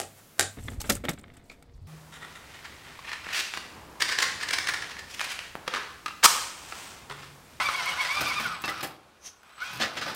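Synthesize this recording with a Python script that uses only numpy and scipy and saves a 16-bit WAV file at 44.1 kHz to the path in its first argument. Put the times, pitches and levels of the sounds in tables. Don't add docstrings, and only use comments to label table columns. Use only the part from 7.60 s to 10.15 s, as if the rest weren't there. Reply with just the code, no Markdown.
import sys
import numpy as np
from scipy import signal
from scipy.fft import rfft, irfft
from scipy.io import wavfile

SR = 44100
rng = np.random.default_rng(int(sys.argv[2]) if len(sys.argv) > 2 else 0)


def materialize(psi):
    bounded = np.clip(np.atleast_2d(psi).T, -1, 1)
    quanta = np.round(bounded * 32767).astype(np.int16)
    wavfile.write(sys.argv[1], SR, quanta)


N = 112454
T = np.arange(N) / SR


def amp(db):
    return 10 ** (np.asarray(db) / 20)


def unit(x):
    return x / np.sqrt(np.mean(x ** 2) + 1e-20)


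def read(points, hz):
    f, value = np.transpose(points)
    return np.interp(np.log(hz + 1), np.log(f + 1), value)


def add(mix, s, sound):
    part = mix[max(0, round(s * SR)):][:len(sound)]
    part += sound[:len(part)]


def noise():
    return rng.standard_normal(N)


def wander(hz):
    low_pass = 1 + (np.fft.rfftfreq(N, 1 / SR) / hz) ** 4
    return unit(irfft(rfft(noise()) / low_pass, N))


def colour(x, points, size=4096):
    log_gain = np.log(amp(read(points, abs(np.fft.fftfreq(size, 1 / SR)))))
    spectrum = np.exp(np.conj(signal.hilbert(log_gain)))
    taps = np.fft.ifft(spectrum).real[:size // 2]
    return signal.fftconvolve(x, taps / np.linalg.norm(taps))[:N]


def ring(x, modes):
    t = T[:SR // 3]
    taps = sum(amp(db - 60 * t / t60) * np.sin(2 * np.pi * hz * t) for hz, db, t60 in modes)
    return signal.fftconvolve(x, taps / np.linalg.norm(taps))[:N]


MESH_MULTIPLES = [-1, 1, -7, -10.5]
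# freq_hz, gain_db
SHELL_COLOUR = [(700, -20), (1200, -0.5), (1450, 7), (1850, -31.5), (2100, 5), (2280, 3.5), (2700, -10),
                (3550, -1.5), (3900, -16), (4500, -4)]
# freq_hz, gain_db
SECOND_STAGE_COLOUR = [(750, -24), (1020, 0), (1130, -18)]
SECOND_STAGE_RATIO = .94
SIDEBANDS, BLUR = .18, .08
FLUTTER_DB = 2


def gear_whine(hz, mesh, shaft):
    wobble = SIDEBANDS * (np.sin(shaft) + wander(hz=233))
    whine = np.zeros(N)
    for k, db in enumerate(MESH_MULTIPLES, 1):
        level_db = db + read(SHELL_COLOUR, k * hz) + FLUTTER_DB * wander(hz=95)
        phase = k * (mesh + wobble / 2 + BLUR * wander(hz=146))
        whine += amp(level_db) * np.sin(phase)
    second_level = amp(read(SECOND_STAGE_COLOUR, SECOND_STAGE_RATIO * hz))
    return whine + second_level * np.sin(SECOND_STAGE_RATIO * mesh)


WEAR_FLUTTER_DB = 10


def worn_teeth(shaft, count=56):
    comb = np.zeros(N)
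    for k in range(2, count):
        flutter = amp(WEAR_FLUTTER_DB * np.tanh(wander(hz=29) / 2))
        comb += flutter * np.sin(k * shaft + 2 * np.pi * rng.random())
    return comb


# freq_hz, gain_db
TEETH_COLOUR = [(150, -29), (600, -12.5), (850, -5), (1500, 0), (1850, -7.5), (2400, -3), (3100, -7),
                (4300, -8.5), (5600, -11), (7400, -20.5), (8600, -18), (10500, -24), (15500, -36)]
CLASH_PER_S, CLASH_DB = 2600, 3.
TURN_DEPTH = .4
WEAR_DB, LURCH_DB = 2, 1.2


def gear_rattle(shaft):
    clashes = (rng.random(N) < CLASH_PER_S / SR) * rng.choice([-1, 1], N)
    clashes = clashes * amp(CLASH_DB * np.minimum(rng.exponential(1, N), 3))
    clashes *= 1 + TURN_DEPTH * np.sin(shaft)
    buzz = amp(WEAR_DB) * unit(colour(worn_teeth(shaft), TEETH_COLOUR))
    return unit((unit(colour(clashes, TEETH_COLOUR)) + buzz) * amp(LURCH_DB * wander(hz=42.0)))


# time_s, mesh_hz, whine_db (before the truck's gain)
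DRIVE_COURSE = [(0, 1026, -26.5), (.04, 1151, -34), (.068, 1177, -21.5), (.082, 1118, -34),
                (.125, 1018, -47), (.152, 1123, -26.5), (.17, 1128, -38.5), (.188, 1102, -29.5),
                (.24, 966, -39.5), (.28, 1122, -28.5), (.31, 1069, -36.5), (.355, 909.5, -45),
                (.385, 1081, -32.5), (.41, 1121, -25.5), (.44, 1031, -38.5), (.472, 968, -41),
                (.503, 1108, -28.5), (.555, 1180, -30.5), (.582, 1194, -23), (.625, 1132, -53.5),
                (.672, 1196, -23.5), (.7, 1146, -33.5), (.718, 1094, -28.5), (.738, 1177, -42),
                (.78, 1224, -24.5), (.82, 1029, -43), (.838, 830, -26.5), (.863, 710.7, -28.5),
                (.88, 678, -40), (.925, 629.5, -34.5), (.955, 572, -34.5), (1.0, 501, -47),
                (1.07, 578, -37), (1.125, 669.7, -36), (1.16, 698.8, -47.5), (1.2, 605, -37),
                (1.8, 348.4, -130), (1.97, 479.2, -59), (2.01, 689, -39.5), (2.021, 725.3, -32),
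                (2.055, 810.7, -34), (2.17, 868, -39), (2.34, 617.3, -54), (2.43, 671, -41.5),
                (2.55, 643, -87)]
# time_s, level_db (before the truck's gain)
RATTLE_COURSE = [(0, -30.5), (.08, -31), (.3, -30), (.36, -34), (.42, -29), (.475, -32.5), (.6, -29),
                 (.83, -32), (.96, -40), (1.0, -46.5), (1.12, -40), (1.2, -39), (1.38, -60), (1.81, -66),
                 (1.85, -58.5), (1.975, -51.5), (2.02, -38), (2.1, -38.5), (2.17, -38), (2.42, -43),
                 (2.49, -33), (2.55, -45.5)]
TEETH = 6
JITTER = .005


def drive():
    time_s, mesh_hz, whine_db = np.transpose(DRIVE_COURSE)
    hz = np.interp(T, time_s, mesh_hz) * (1 + JITTER * wander(hz=118.5))
    mesh = 2 * np.pi * np.cumsum(hz) / SR
    shaft = mesh / TEETH
    whine = gear_whine(hz, mesh, shaft) * amp(np.interp(T, time_s, whine_db))
    return whine + gear_rattle(shaft) * amp(np.interp(T, *np.transpose(RATTLE_COURSE)))


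# freq_hz, gain_db
PLASTIC_COLOUR = [(1000, -25), (3000, -8), (5500, -2), (8000, -3), (12000, 0), (15500, -3)]
GRIT_PER_S, GRIT_DB = 940, -18
GRIT_SPREAD_DB, GRIT_CLUMP_DB = -10, 5


def grit():
    ticks = (rng.random(N) < GRIT_PER_S / SR) * amp(GRIT_SPREAD_DB * rng.exponential(1, N))
    scrapes = signal.fftconvolve(ticks, np.exp(-T / 0.0019))[:N] * noise()
    clumps = scrapes * amp(GRIT_CLUMP_DB * np.tanh(wander(hz=12)))
    level_db = np.interp(T, *np.transpose(RATTLE_COURSE)) + GRIT_DB
    return unit(colour(clumps, PLASTIC_COLOUR)) * amp(level_db)


CLATTER_PER_S = 2700


def clatter(length, size=8192):
    t = np.arange(size) / SR
    fade = np.exp(-(t / length) ** 2 / 2)
    hits = rng.choice([-1, 1], size) * (rng.random(size) < CLATTER_PER_S / SR) * fade
    hits[0] = 1.0
    return hits / np.linalg.norm(hits) * np.sqrt(SR / 50)


# start_s, strike_db, thud_db, snap_db, clatter_length_s, part_pitch_hz, part_db
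KNOCK_LIST = [(.003, -29.5, -71, -67, 0.033, 1203, -27), (0.087, -32.5, -76, -68, 0.0098, 1230, -30.5),
              (0.449, -29.5, -69, -50, 0.016, 1965, -33), (0.608, -32, -36.5, -36, 0.012, 610, -43),
              (0.798, -35.5, -40.5, -42, 0.013, 1110, -38), (1.039, -32.5, -38.5, -63, 0.018, 1116, -32.5),
              (1.079, -31, -35.5, -49, 0.022, 1815, -26), (1.208, -37.5, -66, -49, 0.0059, 2664, -55),
              (1.229, -31, -34.5, -34, 0.017, 724, -41.5), (1.831, -61, -79, -66, 0.0053, 1404, -54),
              (1.98, -66, -71, -71, 0.0097, 1498, -47.5), (2.199, -31.5, -33, -48, 0.013, 504, -42),
              (2.211, -21.5, -29.5, -43, 0.032, 3170, -29), (2.368, -30, -40, -53, 0.022, 980, -39),
              (2.413, -29.5, -41.5, -48.5, 0.024, 1349, -37), (2.46, -33.5, -34, -49, 0.065, 1041, -39)]
# start_s, level_db
TICK_LIST = [(.257, -36.5), (0.614, -33), (.864, -44), (1.019, -39), (1.056, -37), (1.096, -36),
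             (1.271, -41.5), (2.012, -62), (2.073, -55), (2.157, -46), (2.172, -45), (2.547, -34.5)]
# freq_hz, gain_db
STRIKE_COLOUR = [(200, -37), (500, -12), (1700, 3.5), (2400, -1.5), (4300, -2), (6000, -10), (9000, -19),
                 (15000, -84)]
# freq_hz, gain_db
THUD_COLOUR = [(40, -62), (90, -12), (260, -5), (800, -5.5), (1500, -36.5), (4000, -59)]
# pitch_hz, relative level_db, t60_s
BOARD_MODES = [(292, -3, 0.1), (468, -4, 0.052), (725, 4.5, 0.14), (1719, 12, 0.094), (2710, 7, 0.041),
               (5010, 11.5, 0.08)]
BOARD_RING_DB = -10.5
PART_SPREAD, PART_T60_S = .09, .05


def knocks():
    strike, thud, snap, parts = np.zeros((4, N))
    for s, strike_db, thud_db, snap_db, length, pitch_hz, part_db in KNOCK_LIST:
        add(strike, s, amp(strike_db) * clatter(length))
        add(thud, s, amp(thud_db) * clatter(length))
        add(snap, s, amp(snap_db) * clatter(length))
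        cluster = [(pitch_hz * (1 + PART_SPREAD * k), 0, PART_T60_S) for k in (-1, 0, 1)]
        add(parts, s, amp(part_db) * ring(clatter(length / 2), cluster))
    for s, db in TICK_LIST:
        add(snap, s, amp(db) * clatter(0.0055) * .5)
    chassis = colour(strike, STRIKE_COLOUR)
    boards = amp(BOARD_RING_DB) * ring(strike, BOARD_MODES)
    return chassis + boards + parts + colour(thud, THUD_COLOUR) + colour(snap, PLASTIC_COLOUR)


# peak_s, level_db (before the truck's gain), length_s
BUMP_LIST = [(0.066, -51, 0.025), (0.297, -50, 0.081), (0.619, -41, 0.031), (0.817, -48, 0.048),
             (0.92, -54, 0.12), (1.261, -54, 0.093), (2.171, -46, 0.034), (2.452, -49.5, 0.073)]
# freq_hz, gain_db
TYRE_COLOUR = [(35, -16), (70, -3), (105, -0.5), (145, 2), (190, -5.5), (400, -8), (900, -62)]


def tyres():
    level = sum(amp(db) * np.exp(1 - np.hypot(1, (T - s) / length)) for s, db, length in BUMP_LIST)
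    return unit(colour(noise(), TYRE_COLOUR)) * level


# start_s, pitch_hz, level_db (before the truck's gain), t60_s
PING_LIST = [(.086, 3970, -32.5, 0.11), (0.319, 2930, -22, 0.04), (1.04, 2660, -26, 0.14)]


def rails():
    out = np.zeros(N)
    for s, hz, db, t60 in PING_LIST:
        add(out, s, amp(db - 60 * T / t60) * np.sin(2 * np.pi * hz * T))
    return out


# start_s, end_s, level_db (before its flutter)
WHISTLE_LIST = [(.84, 1.2, -61), (1.78, 1.93, -74), (1.92, 2.12, -64)]
SWITCH_HZ = 8000


def controller():
    level = np.zeros(N)
    for start, end, db in WHISTLE_LIST:
        level += amp(db) * np.clip(np.minimum(T - start, end - T) / 0.01, 0, 1)
    return level * amp(5.15 * wander(hz=59.95)) * np.sin(2 * np.pi * SWITCH_HZ * T)


# freq_hz, gain_db
SCUFF_COLOUR = [(1500, -12), (2700, -7), (4800, -10), (6100, 6), (7600, -18), (9500, -11.5), (15500, -27)]
SCUFF_S, SCUFF_DB = 1.6675, -38.5
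SCUFF_RISE_S, SCUFF_FALL_S = 0.015, 0.015


def scuff():
    width = np.where(T < SCUFF_S, SCUFF_RISE_S, SCUFF_FALL_S)
    swell = np.exp(1 - np.hypot(1, (T - SCUFF_S) / width))
    return amp(SCUFF_DB) * swell * unit(colour(noise(), SCUFF_COLOUR))


# freq_hz, t60_s
ROOM_DECAY = [(100, 0.17), (500, 1), (2000, 0.32)]
EARLY_DB, TAIL_DB = -11.5, -10


def basement(x, count=9, size=256):
    early = np.zeros(SR // 60)
    signs = rng.choice([-1, 1], count)
    early[rng.integers(SR // 700, len(early), count)] = signs / np.sqrt(count)
    onset = np.clip(T[:SR // 2] / 0.013 - .5, 0, 1)
    taps = rng.standard_normal(SR // 2) * (rng.random(SR // 2) < .1) * onset
    hz, t, z = signal.stft(taps, SR, nperseg=size)
    decay = amp(-60 * t / read(ROOM_DECAY, hz)[:, None])
    tail = signal.istft(z * decay, SR, nperseg=size)[1]
    echoes = amp(EARLY_DB) * signal.fftconvolve(x, early)[:N]
    return x + echoes + amp(TAIL_DB) * signal.fftconvolve(x, tail / np.linalg.norm(tail))[:N]


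# freq_hz, gain_db
AIR_COLOUR = [(25, -25), (60, -3.5), (120, -13.5), (300, -13.5), (1200, -10), (2200, -24), (5000, -24),
              (9000, -29), (15000, -36)]
AIR_DB, TRUCK_DB = -61, -2.5


def scene():
    truck = basement(drive() + grit() + tyres() + knocks() + rails() + scuff())
    whistle = controller()
    air = amp(AIR_DB) * unit(colour(noise(), AIR_COLOUR))
    return (amp(TRUCK_DB) * truck + whistle + air)[None]


LOW_CUT_HZ, EDGE_HZ = 33, 15750


def record(dry):
    roll_off = signal.butter(2, LOW_CUT_HZ, "highpass", fs=SR, output="sos")
    lean = signal.sosfilt(roll_off, dry)
    band_limit = signal.firwin(511, EDGE_HZ, window=("kaiser", 9), fs=SR)
    return signal.oaconvolve(lean, band_limit[None], "same")


dry = scene()
out = record(dry)
materialize(out)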